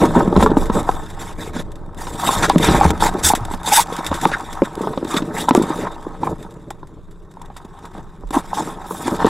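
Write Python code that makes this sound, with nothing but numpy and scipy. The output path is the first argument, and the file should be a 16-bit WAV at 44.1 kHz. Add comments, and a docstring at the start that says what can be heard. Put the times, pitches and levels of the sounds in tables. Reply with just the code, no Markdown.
"""Inside a car that has come to rest in a thicket, heard through a small dashboard camera's microphone.
Things scrape along and knock against the body and the camera's plastic shell. Random slips drive gritty
rubbing and dull shoves, gliding bands of noise squeak, noise bursts tick, and damped sines make the short
hollow knocks and deep thuds. One set of body resonances colours shoves, rubbing and knocks, over a low
swaying rumble and a grainy noise floor."""
import sys
import numpy as np
from scipy import signal
from scipy.io import wavfile
from scipy.ndimage import uniform_filter1d

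SR = 44100
rng = np.random.default_rng(int(sys.argv[2]) if len(sys.argv) > 2 else 0)


def wav_out(sig):
    """Save sig, one row per channel (or a flat mono array), as 16-bit PCM at SR to the path in sys.argv[1]."""
    wavfile.write(sys.argv[1], SR, np.round(np.clip(np.atleast_2d(sig).T, -1, 1) * 32767).astype(np.int16))


N = 409677


def gain_of(db):
    """Amplitude factor of a level in dB."""
    return 10 ** (np.asarray(db) / 20)


def evened(x):
    """Bring a signal to an rms of 1."""
    return x / np.sqrt(np.mean(x ** 2) + 1e-20)


def smoothed(x, width, axis=-1):
    """Average twice, for a softer curve than one moving average gives."""
    return uniform_filter1d(uniform_filter1d(x, width, axis), width, axis)


def read(points, hz):
    """Read a curve of (frequency, value) points on a logarithmic frequency scale."""
    point_hz, value = np.transpose(points)
    return np.interp(np.log(hz + 1), np.log(point_hz + 1), value)


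def columns(rows):
    """Draw each column after the first as an automation curve over time."""
    start_s, *values = np.transpose(rows)
    t = np.arange(N) / SR
    return [np.interp(t, start_s, value) for value in values]


def add(mix, start_s, sound):
    """Lay a sound into the mix, cut off at the mix's end."""
    part = mix[round(start_s * SR):][:len(sound)]
    part += sound[:len(part)]


def colour(points, size=8192):
    """Causal minimum-phase filter of energy 1 with the given spectral shape."""
    shape_db = np.maximum(read(points, abs(np.fft.fftfreq(size, 1 / SR))), -100)
    log_gain = np.log(gain_of(shape_db))
    spectrum = np.exp(np.conj(signal.hilbert(log_gain)))
    taps = np.fft.ifft(spectrum).real[:size // 2]
    return taps / np.linalg.norm(taps)


def through(drive, taps):
    """Send a drive through a filter scaled to energy 1."""
    return signal.oaconvolve(drive, taps / np.linalg.norm(taps))[:N]


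def grit(per_s, spread_db, clump_db, clump_s, smooth):
    """Stick-slip: random slips, a few large, coming in clumps, over a smooth share of noise."""
    size_db = spread_db * np.minimum(rng.exponential(1, N), 4)
    happens = rng.random(N) < per_s / SR
    slips = gain_of(size_db) * rng.standard_normal(N) * happens
    clumps = evened(smoothed(rng.standard_normal(N), max(round(clump_s * SR), 2)))
    grains = evened(slips) + smooth * rng.standard_normal(N)
    return evened(grains * gain_of(clump_db * clumps))


def ring(modes, length, rise_s, turns=0):
    """Sum of dying sines after a soft contact; turns sets their starting phases in cycles."""
    pitch_hz, level_db, t60_s = np.transpose(modes)[:, :, None]
    t = np.arange(length) / SR
    decay = gain_of(level_db - 60 * t / np.maximum(t60_s, .004))
    sines = np.sin(2 * np.pi * (pitch_hz * t + turns))
    return (1 - np.exp(-t / rise_s)) * (decay * sines).sum(0)


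# spectral shape of the noise floor: pitch_hz [Hz], shape_db [relative dB per Hz]
FLOOR_SHAPE = [(12, -24.5), (20, -11.5), (64, -20.5), (171, 6.5), (232, -13.5), (394, -3.5), (536, -24),
               (935, -20), (1050, -14), (2620, -48.5), (3660, -46.5), (4710, -63), (7560, -50),
               (11800, -69), (15600, -58)]
FLOOR_DB = -44


def noise_floor():
    """A quiet, slightly grainy bed: dense random slips through a bass-heavy filter."""
    grains = grit(820.0, 2.7, 0.7, 0.01, smooth=0.17)
    return gain_of(FLOOR_DB) * through(grains, colour(FLOOR_SHAPE))


# level of the whole car's sway: start_s [s], level_db [dB]
SWAY_LEVEL = [(0.0, -21.5), (0.59, -20), (0.98, -28.5), (2.2, -30), (2.74, -19), (3.85, -33), (4.76, -33),
              (5.04, -35), (5.9, -35), (7.4, -37.5), (9.0, -38.5), (9.29, -23)]
# spectral shape of the sway: pitch_hz [Hz], shape_db [relative dB per Hz]
SWAY_SHAPE = [(13, -32), (22, 24.5), (32, -6), (65, 2), (102, -3.5), (130, -7.5), (170, -28.5), (290, -120)]


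def rocking():
    """The whole car rocks: noise of changing level, filtered down to deep bass."""
    level_db, = columns(SWAY_LEVEL)
    return through(gain_of(level_db) * rng.standard_normal(N), colour(SWAY_SHAPE))


def swell(length_s, swell_share):
    """A scrape grips, swells to its top, fades and lets go."""
    grip_s, let_go_s, ends_db = 0.01, 0.026, -12  # ends_db is relative to the top
    t = np.arange(0, length_s, 1 / SR)
    edges = np.clip(np.minimum(t / grip_s, (length_s - t) / let_go_s), 0, 1)
    top_s = np.clip(swell_share, 0, 1) * length_s
    return edges * gain_of(np.interp(t, [0, top_s, length_s], [ends_db, 0, ends_db]))


# steady pressure of the branches:
# start_s [s], panel rumble_db [dB], shell ring_db [dB], hiss_db [dB]
PRESSURE = [(0.0, -21.5, -29.5, -33.5), (0.46, -19.5, -28.5, -49), (0.88, -36, -33.5, -43),
            (1.27, -40, -43.5, -49), (1.94, -39.5, -46.5, -64), (2.35, -24, -34.5, -29),
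            (2.64, -18.5, -34, -41), (3.15, -29, -28, -42), (3.67, -40, -39.5, -50.5),
            (4.11, -35, -29, -39.5), (4.53, -38.5, -33, -44), (4.92, -32.5, -40, -49.5),
            (5.67, -27, -29, -39.5), (6.0, -37.5, -37, -52), (7.14, -49, -62.5, -67),
            (7.76, -51, -42.5, -55.5), (8.31, -46.5, -52.5, -62.5), (8.49, -40, -38.5, -43.5),
            (8.9, -36.5, -35.5, -50.5), (9.29, -27.5, -28.5, -33.5)]
# scrapes: start_s [s], length_s [s], swell_share [share of length], panel rumble_db [dB],
# shell ring_db [dB], hiss_db [dB], tilt_db [brightness, dB per octave]
SCRAPES = [(0, 0.085, 0.2, -11.5, -16.5, -33, -2.5), (0.129, 0.096, .55, -15.5, -18.5, -39, -4),
           (0.357, 0.14, 0.46, -25, -47, -28, -2), (0.567, 0.09, 0.14, -23.5, -59, -31, 4),
           (0.718, 0.12, 0.38, -19.5, -24, -32, 1.5), (0.855, 0.19, 0.24, -40, -34, -45, 6),
           (1.187, .15, 0.21, -41, -36.5, -33, 0), (1.375, 0.14, 0.28, -34.5, -36.5, -35, 0.5),
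           (1.526, 0.11, 0.65, -24, -34, -31.5, -3), (1.967, 0.32, 0.12, -51, -35.5, -36, 2),
           (2.174, .26, 0.44, -49, -22.5, -23.5, 4), (2.418, 0.061, 0.56, -17.5, -19, -16.5, -3.5),
           (2.59, 0.33, 0.22, -27.5, -18.5, -21.5, -2), (2.996, 0.11, 0.37, -49, -20, -15.5, 0.5),
           (3.178, 0.031, .5, -41, -31, -28.5, -1.5), (3.228, 0.11, 0.31, -30, -31.5, -9.5, 4.5),
           (3.503, 0.068, 0.26, -48, -31, -34.5, 1), (3.638, 0.14, 0.42, -32, -28, -19, 1),
           (3.712, 0.13, 0.44, -46, -25, -7.5, 4), (3.882, 0.14, .4, -50, -38, -38, -2),
           (4.121, 0.055, 0.36, -29, -36, -38, -12), (4.206, 0.11, 0.27, -26, -33, -29.5, 4),
           (4.309, 0.057, 0.73, -45, -44, -31, -12.5), (4.624, 0.055, 0.66, -42, -42, -35, -5.5),
           (4.766, 0.18, 0.59, -29, -29.5, -46.5, 4), (5.064, 0.15, 0.79, -28.5, -33.5, -26.5, -0.5),
           (5.334, .13, 0.53, -64, -48, -28, 2), (5.808, 0.094, 0.63, -45, -29, -48, -16),
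           (5.684, 0.18, 0.74, -34, -39, -41, 1), (6.203, 0.14, 0.45, -19.5, -31, -42, 2.5),
           (6.38, 0.11, 0.28, -41, -44, -54, 1), (7.383, 0.11, 0.74, -53, -48, -63, -9),
           (7.82, .07, 0.39, -35.5, -54, -52, -5), (7.928, 0.096, .4, -34.5, -40, -50, -6),
           (8.321, 0.1, 0.22, -25, -21.5, -26, 1), (8.53, .115, 0.51, -32, -26.5, -28, 0.5),
           (8.633, .12, 0.44, -38, -34, -39, 2), (8.861, 0.19, 0.37, -62, -49, -36, 9),
           (9.013, 0.11, 0.54, -46, -38, -33.5, -1.5), (9.098, 0.063, .5, -24, -28, -40, 11),
           (9.188, 0.055, 0.65, -20, -13.5, -47, -18), (9.247, 0.05, 0.41, -24, -17, -36, -13)]


def force(axis):
    """The steady pressure plus the swell of every scrape, for rumble (0), ring (1) or hiss (2)."""
    out = gain_of(columns(PRESSURE)[axis])
    for start_s, length_s, swell_share, *levels_db, _ in SCRAPES:
        add(out, start_s, gain_of(levels_db[axis]) * swell(length_s, swell_share))
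    return out


def brightness():
    """Tilt of the hiss: pressure and scrapes each lend theirs in proportion to their hiss."""
    steady_tilt_db = -2.5  # per octave
    out = steady_tilt_db * gain_of(columns(PRESSURE)[2])
    for start_s, length_s, swell_share, *_, hiss_db, tilt_db in SCRAPES:
        add(out, start_s, tilt_db * gain_of(hiss_db) * swell(length_s, swell_share))
    return out / force(axis=2)


# resonances of panels and shell, shared with rubbing and knocks:
# pitch_hz [Hz], level_db [relative dB], t60_s [s to die by 60 dB]
BODY_MODES = [(189, 3.5, 0.035), (249.7, 11.5, 0.022), (314.3, 9, 0.027), (425, 7.5, 0.026),
              (574.6, 3.5, 0.026), (817, 6.5, 0.02), (930.5, 13.5, 0.016), (1051, -2, 0.046),
              (1259, 2.5, 0.028), (1494, 2, 0.016), (1738, -11, 0.037)]


def shoving():
    """Coarse slips ring the low panel modes, heard as dull shoves."""
    panels = [mode for mode in BODY_MODES if mode[0] < 650]
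    slips = grit(400, 3, 2.5, .01, smooth=.5)
    return through(force(axis=0) * slips, ring(panels, 4096, 0.026))


def wandering(x, patchy_db, frames, bins):
    """The contact point moves: the colour tilts with each scrape and drifts in random patches."""
    hz, t, z = signal.stft(x, SR, nperseg=256)
    patches = uniform_filter1d(rng.standard_normal(z.shape), max(round(bins), 1), 0)
    patches = evened(smoothed(patches, round(frames), 1))
    octaves = np.log2((hz[:, None] + 500) / 6000)
    tilt_db = octaves * np.interp(t, np.arange(N) / SR, brightness())
    makeup_db = patchy_db ** 2 * np.log(10) / 20  # the patches leave the average power unchanged
    z = z * gain_of(tilt_db + patchy_db * patches - makeup_db)
    return signal.istft(z, SR, nperseg=256)[1][:N]


# spectral shape of the hiss, shared with ticks: pitch_hz [Hz], shape_db [relative dB per Hz]
HISS_SHAPE = [(820, -25.5), (1400, 2.5), (1840, 2.5), (2050, -0.5), (3010, -8), (3540, -3), (4120, -11),
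              (4840, -6), (6890, -2.5), (7470, 5), (8430, -1), (12000, -11), (15600, -23)]


def rubbing():
    """Fine slips hiss in the air; coarser ones ring the shell's middle modes."""
    fine_slips = grit(6000., 1.9, 2.21, 0.011, smooth=0.87)
    hiss = through(force(axis=2) * fine_slips, colour(HISS_SHAPE))
    shell = [mode for mode in BODY_MODES if 650 < mode[0] < 2000]
    coarse_slips = grit(900, 3.5, 3, .006, smooth=.35)
    shell_ring = through(force(axis=1) * coarse_slips, ring(shell, 4096, 0.0021))
    return wandering(hiss, 3.5, frames=7., bins=2.2) + shell_ring


# squeaks: start_s [s], length_s [s], from_hz [Hz], to_hz [Hz],
# width_hz [Hz, of each of two stacked resonances], level_db [dB]
SQUEAKS = [(3.023, .075, 915, 885, 199, -17.5), (3.296, .03, 896, 884, 200, -14),
           (3.632, .07, 892, 938, 150, -28), (3.715, .03, 872, 837, 119, -9),
           (3.739, .05, 1950, 1670, 301, -24), (3.766, .045, 932, 896, 149.6, -9),
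           (5.089, 0.12, 1150, 1206, 300, -26.5), (5.336, .1, 869, 4210, 650, -34),
           (6.219, .07, 2350, 2200, 400, -46), (6.242, .04, 318, 342, 89, -38),
           (6.265, .05, 899, 870, 248, -33), (8.341, .06, 924, 895, 250, -21),
           (8.345, .05, 292, 283, 89.5, -16.5), (8.567, .055, 883, 892, 220, -20.5),
           (8.587, .04, 294, 313, 90, -26.5), (9.04, .12, 305, 287, 120, -27)]


def squeaks():
    """Noise in a narrow band glides as the contact speeds up or slows down, broken up by slips."""
    out = np.zeros(N)
    slips = .3 + smoothed(abs(grit(900., 3., 4.4, .004, smooth=.6)), 70)
    noises = rng.standard_normal((len(SQUEAKS), 2, 8000))
    for (start_s, length_s, from_hz, to_hz, width_hz, level_db), noise in zip(SQUEAKS, noises):
        hz = np.linspace(from_hz, to_hz, round(length_s * SR))
        r = np.exp(-np.pi * width_hz / SR)
        flutter = signal.lfilter([1], [1, -2 * r, r * r], noise[0] + 1j * noise[1])[-len(hz):]
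        tone = (flutter * np.exp(2j * np.pi * np.cumsum(hz) / SR)).real
        broken = evened(tone * slips[round(start_s * SR):][:len(hz)])
        add(out, start_s, gain_of(level_db) * broken * signal.windows.tukey(len(hz), .5))
    return out


# dry ticks: start_s [s], level_db [approximate peak dB before the hiss filter], t60_s [s]
TICKS = [(0.194, -18.5, 0.032), (0.3674, -20, 0.045), (0.4269, 3, 0.04), (0.5705, -22, 0.044),
         (0.6565, -21.5, 0.094), (0.7412, -32, 0.023), (0.9126, -21, 0.034), (1.101, -24.5, 0.067),
         (1.718, -27, 0.036), (1.756, -30, 0.044), (1.946, -31.5, .03), (2.4957, -6, 0.065),
         (2.582, -6.5, 0.037), (2.614, -19, 0.03), (2.6448, -2.5, 0.035), (2.8519, -19, 0.03),
         (2.9052, -3.5, 0.023), (3.0187, -15, 0.017), (3.227, -18, 0.018), (3.351, -5.5, 0.077),
         (3.451, -14.5, 0.025), (3.632, -20, 0.025), (3.927, -18, 0.024), (3.9653, -12.5, 0.034),
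         (4.0457, -15, 0.029), (4.0644, -7.5, 0.064), (4.141, -15.5, 0.18), (4.2133, -13, 0.054),
         (4.236, -20, 0.22), (4.397, -22, 0.022), (4.35, -30, 0.021), (4.528, -17.5, 0.062),
         (4.754, -14.5, 0.011), (4.8144, -23.5, 0.097), (4.9756, -41, 0.023), (5.046, -21, 0.024),
         (5.17, -23, 0.044), (5.4216, -18, 0.026), (5.4899, -5.5, 0.031), (5.5496, -1.5, 0.092),
         (5.623, -14, 0.069), (5.8195, -29, 0.045), (6.427, -27.5, 0.048), (6.5076, -35, 0.066),
         (6.54, -37, 0.035), (6.705, -18, 0.036), (6.8713, -36.5, 0.051), (7.1102, -38, 0.086),
         (7.313, -38, 0.064), (7.339, -39, 0.021), (7.417, -25.5, 0.028), (7.458, -33.5, 0.024),
         (7.5668, -23.5, 0.07), (7.65, -33, 0.032), (7.7892, -34, 0.036), (7.854, -26.5, 0.041),
         (7.9794, -36.5, 0.03), (8.2716, -38, 0.067), (8.306, -19, 0.041), (8.289, -36, .02),
         (8.919, -24, 0.035), (8.969, -28, 0.03)]


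def ticks():
    """Twigs and grit snap: a burst of hiss that dies at once; small ones fall at random."""
    noise_crest_db = 10  # peak of a noise burst over its rms
    small_per_s, small_db, small_t60_s = 17, 2.5, .02  # small_db is relative to the steady hiss
    drive, t = np.zeros(N), np.arange(4000) / SR
    noises = rng.standard_normal((len(TICKS), len(t)))
    for (start_s, level_db, t60_s), noise in zip(TICKS, noises):
        decay_db = -60 * t / max(t60_s, .004)
        add(drive, start_s, gain_of(level_db - noise_crest_db + decay_db) * noise)
    sizes = gain_of(3.14 * np.minimum(rng.exponential(1, N), 3))
    small = sizes * (rng.random(N) < small_per_s / SR)
    small = signal.lfilter([1], [1, -gain_of(-60 / small_t60_s / SR)], small)  # each dies away
    drive += gain_of(columns(PRESSURE)[2] + small_db) * small * rng.standard_normal(N)
    return through(drive, colour(HISS_SHAPE))


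# deep thuds of the whole car: start_s [s], level_db [dB, before the soft onset], pitch_hz [Hz]
THUDS = [(0.363, -4, 68.5), (.707, -20, 56.5), (2.368, -18, 89), (2.679, -10, 67), (2.758, -10.5, 55.6),
         (2.853, -4, 77), (3.241, -12.5, 75.3), (3.41, -15, 107), (4.099, -18, 75.4), (6.29, -22.5, 82),
         (8.234, -20, 36.3)]


def thuds():
    """The car drops on its springs: one deep, damped swing."""
    swings = 17.  # cycles until a thud has died by 60 dB
    out = np.zeros(N)
    for start_s, level_db, pitch_hz in THUDS:
        add(out, start_s, ring([(pitch_hz, level_db, swings / pitch_hz)], 24000, 0.0046))
    return out


# knocks: start_s [s], pitch_hz [Hz, of the mode struck hardest],
# low_db, mid_db, high_db [dB with which the blow reaches the modes near each REACH_HZ]
KNOCKS = [(.036, 280.3, -16, -15, -30), (0.161, 206, -14.5, -8, -35), (0.275, 191, -9, -21, -30),
          (0.326, 360, -20, -16, -29), (.364, 167, -2.5, -6, -11), (0.376, 200, -3, -15, -22),
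          (0.426, 242, -5, 4.5, -1), (.462, 433, -7, 4, -11.5), (.503, 900, -20, -28, -24),
          (0.516, 324, -14, -17, -28.5), (.569, 279, -8.5, -7, -24), (0.698, 216, -15.5, -13, -20),
          (0.89, 768, -16, -7, -19), (1.473, 433, -23.5, -41, -49), (1.563, 252, -29, -34, -33),
          (2.069, 1000, -30, -29, -20), (2.228, 993, -30, -22, -33), (2.272, 700, -25, -21, -11),
          (2.29, 1040, -22, -8.5, -20), (2.499, 796, -4, 11.5, 9.5), (2.559, 167, 6.5, -4, -20),
          (2.631, 380, -26, -25, -7), (2.687, 415, -17, -16, -7), (2.709, 174, -11, -33, -19),
          (2.746, 152, -13.5, -15, -17), (2.811, 790, -24, 3.5, -23), (2.851, 168, -5, -3, -30),
          (2.903, 189, -23, -13, -27.5), (3.023, 840, -28, -11.5, -16), (3.15, 363, -20.5, -20, -52),
          (3.335, 754, -17, -11.5, -17), (3.511, 935, -28, -30, -31), (3.538, 910, -21.5, -29.5, -21),
          (3.675, 910, -26, -23.5, -29), (3.923, 462, -24, -31, -25), (3.987, 1010, -20, -24.5, -27),
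          (4.114, 555, -17.5, -17.5, -21), (4.254, 890, 8.5, 3.5, -1), (4.316, 570, -30, -26, -19),
          (4.62, 546, 7, -2, -26), (4.777, 332, -25.5, -27, -53), (4.808, 443, -21, -26, -36),
          (4.835, 430, -26, -24, -35), (4.872, 404, -25, -15, -26), (4.934, 460, -37, -20.5, -28),
          (4.975, 520, -17.5, -19.5, -21.5), (5.027, 340, -23, -23.5, -41), (5.049, 310, -24, -31, -23),
          (5.141, 323, -21, -25, -12), (5.166, 189, -16.5, -42, -7), (5.221, 283, -20, -25, -22),
          (5.384, 300, -31, -22, -33), (5.485, 990, -21, -8.5, -15), (5.509, 253, 8, 5, -2),
          (5.55, 365, 5.5, 11.5, -14), (5.576, 243, -3.5, -3.5, -27), (5.597, 326, -13.5, -27, -60),
          (5.615, 224, -19.5, -18.5, -40), (5.635, 366, -16.5, -24, -27.5), (5.702, 342, -23, -42, -94),
          (5.729, 188, -37, -17, -55), (5.787, 430, -23.5, -29, -32), (6.066, 340, -26.5, -24.5, -54.5),
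          (6.233, 886, -47, -18.5, -25.5), (6.272, 190, -36, -10.5, -49), (6.326, 166, -21.5, -28, -63),
          (6.449, 328, -41.5, -33, -43.5), (6.706, 830, -35, -24, -44), (6.83, 356, -40.5, -29.5, -46),
          (7.37, 920, -58, -37.5, -52), (7.415, 945, -44, -38, -40), (7.5, 205, -41, -31.5, -45),
          (7.564, 174, -49, -33.5, -30), (7.648, 197, -36.5, -34, -41), (7.95, 175, -34, -41, -45),
          (7.981, 171, -40, -34, -41), (8.235, 300, -39, -31, -71), (8.307, 298, -32, -22.5, -51),
          (8.531, 840, -53, -15, -33), (8.598, 277, -31, -23, -42), (8.673, 388, -33, -30, -34),
          (8.908, 444, -31.5, -19.5, -30), (9.079, 328, -23, -19, -29), (9.246, 440, -4, -8, -19),
          (9.269, 910, -14, -24, -18)]
# where those three levels apply: pitch_hz [Hz]
REACH_HZ = [300, 900, 2400]


def knocks():
    """Each blow cracks and rings all modes by where it lands; the nearest bends to the spot and rings most."""
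    crack_db, struck_db = -4, 10.5  # crack against high_db; extra ring of the mode at the spot
    rise_s, crack_t60_s = .0025, 0.037
    out, cracks = np.zeros(N), np.zeros(N)
    mode_hz, mode_db, t60_s = np.transpose(BODY_MODES)
    chances = rng.random((len(KNOCKS), len(BODY_MODES)))
    noises = rng.standard_normal((len(KNOCKS), 2000))
    fade = gain_of(-60 * np.arange(2000) / SR / crack_t60_s)
    for (start_s, pitch_hz, *reach_db), chance, noise in zip(KNOCKS, chances, noises):
        struck = np.arange(len(mode_hz)) == np.argmin(abs(np.log(mode_hz / pitch_hz)))
        detuned_hz = mode_hz * (1 + 0.25 * (chance - .5))
        bent_hz = np.where(struck, pitch_hz, detuned_hz)
        weight_db = read(list(zip(REACH_HZ, reach_db)), mode_hz) + struck_db * struck
        modes = np.transpose([bent_hz, mode_db + weight_db, t60_s])
        add(out, start_s, ring(modes, 6000, rise_s, 3 * chance[:, None]))
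        add(cracks, start_s, gain_of(reach_db[-1] + crack_db) * fade * noise)
    no_deep_bass = signal.butter(2, 110., "high", fs=SR, output="sos")  # the knocks carry no deep bass
    crack_band = signal.butter(2, [1300., 4200.], "band", fs=SR, output="sos")
    return signal.sosfilt(no_deep_bass, out) + signal.sosfilt(crack_band, cracks)


# difference between the channels, mostly deep bass: pitch_hz [Hz], side_db [dB against the middle]
STEREO_SPREAD = [(25, -3), (60, -17), (125, -30), (400, -60)]


def spread(mid):
    """Widen the deep bass: a phase-scrambled copy is added on the left and subtracted on the right."""
    hz, _, z = signal.stft(mid, SR, nperseg=2048)
    scramble = np.exp(2j * np.pi * rng.random(z.shape))
    z = z * gain_of(read(STEREO_SPREAD, hz))[:, None] * scramble
    side = signal.istft(z, SR, nperseg=2048)[1][:N]
    return mid + side * [[1], [-1]]


def scene():
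    """Background, scrapes and blows summed in the middle, then spread to two channels."""
    background = noise_floor() + rocking()
    scraping = shoving() + rubbing() + squeaks()
    blows = ticks() + thuds() + knocks()
    return spread(background + scraping + blows)


# treble resonances of the microphone port: pitch_hz [Hz], width_hz [Hz], lift_db [dB]
PORT = [(3692, 300, 9.5), (7850, 6300, -5.5), (11250, 500, 2.5)]


def record(dry):
    """The input cuts the deepest bass; the port shapes three treble bands; limiter, clip and band limit follow."""
    edge_hz, ceiling, recovery_db_per_s = 15800, .9, 1190.0
    dry = signal.sosfilt(signal.butter(2, 22, "high", fs=SR, output="sos"), dry)
    lifted = dry
    for pitch_hz, width_hz, lift_db in PORT:  # a negative lift dips
        band = signal.lfilter(*signal.iirpeak(pitch_hz, pitch_hz / width_hz, fs=SR), dry)
        lifted = lifted + (gain_of(lift_db) - 1) * band
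    # both channels share one gain, set by the louder
    over_db = np.maximum(20 * np.log10(abs(lifted).max(0) / ceiling + 1e-9), 0)
    fall_db = np.arange(N) * recovery_db_per_s / SR
    held_db = np.maximum.accumulate(over_db + fall_db) - fall_db
    limited = lifted / gain_of(uniform_filter1d(held_db, size=45))
    clipped = np.clip(limited, -.98, .98)
    lowpass = signal.firwin(601, edge_hz, window=("kaiser", 9), fs=SR)
    return signal.oaconvolve(clipped, lowpass[None], "same", axes=1)


dry = scene()
out = record(dry)
wav_out(out)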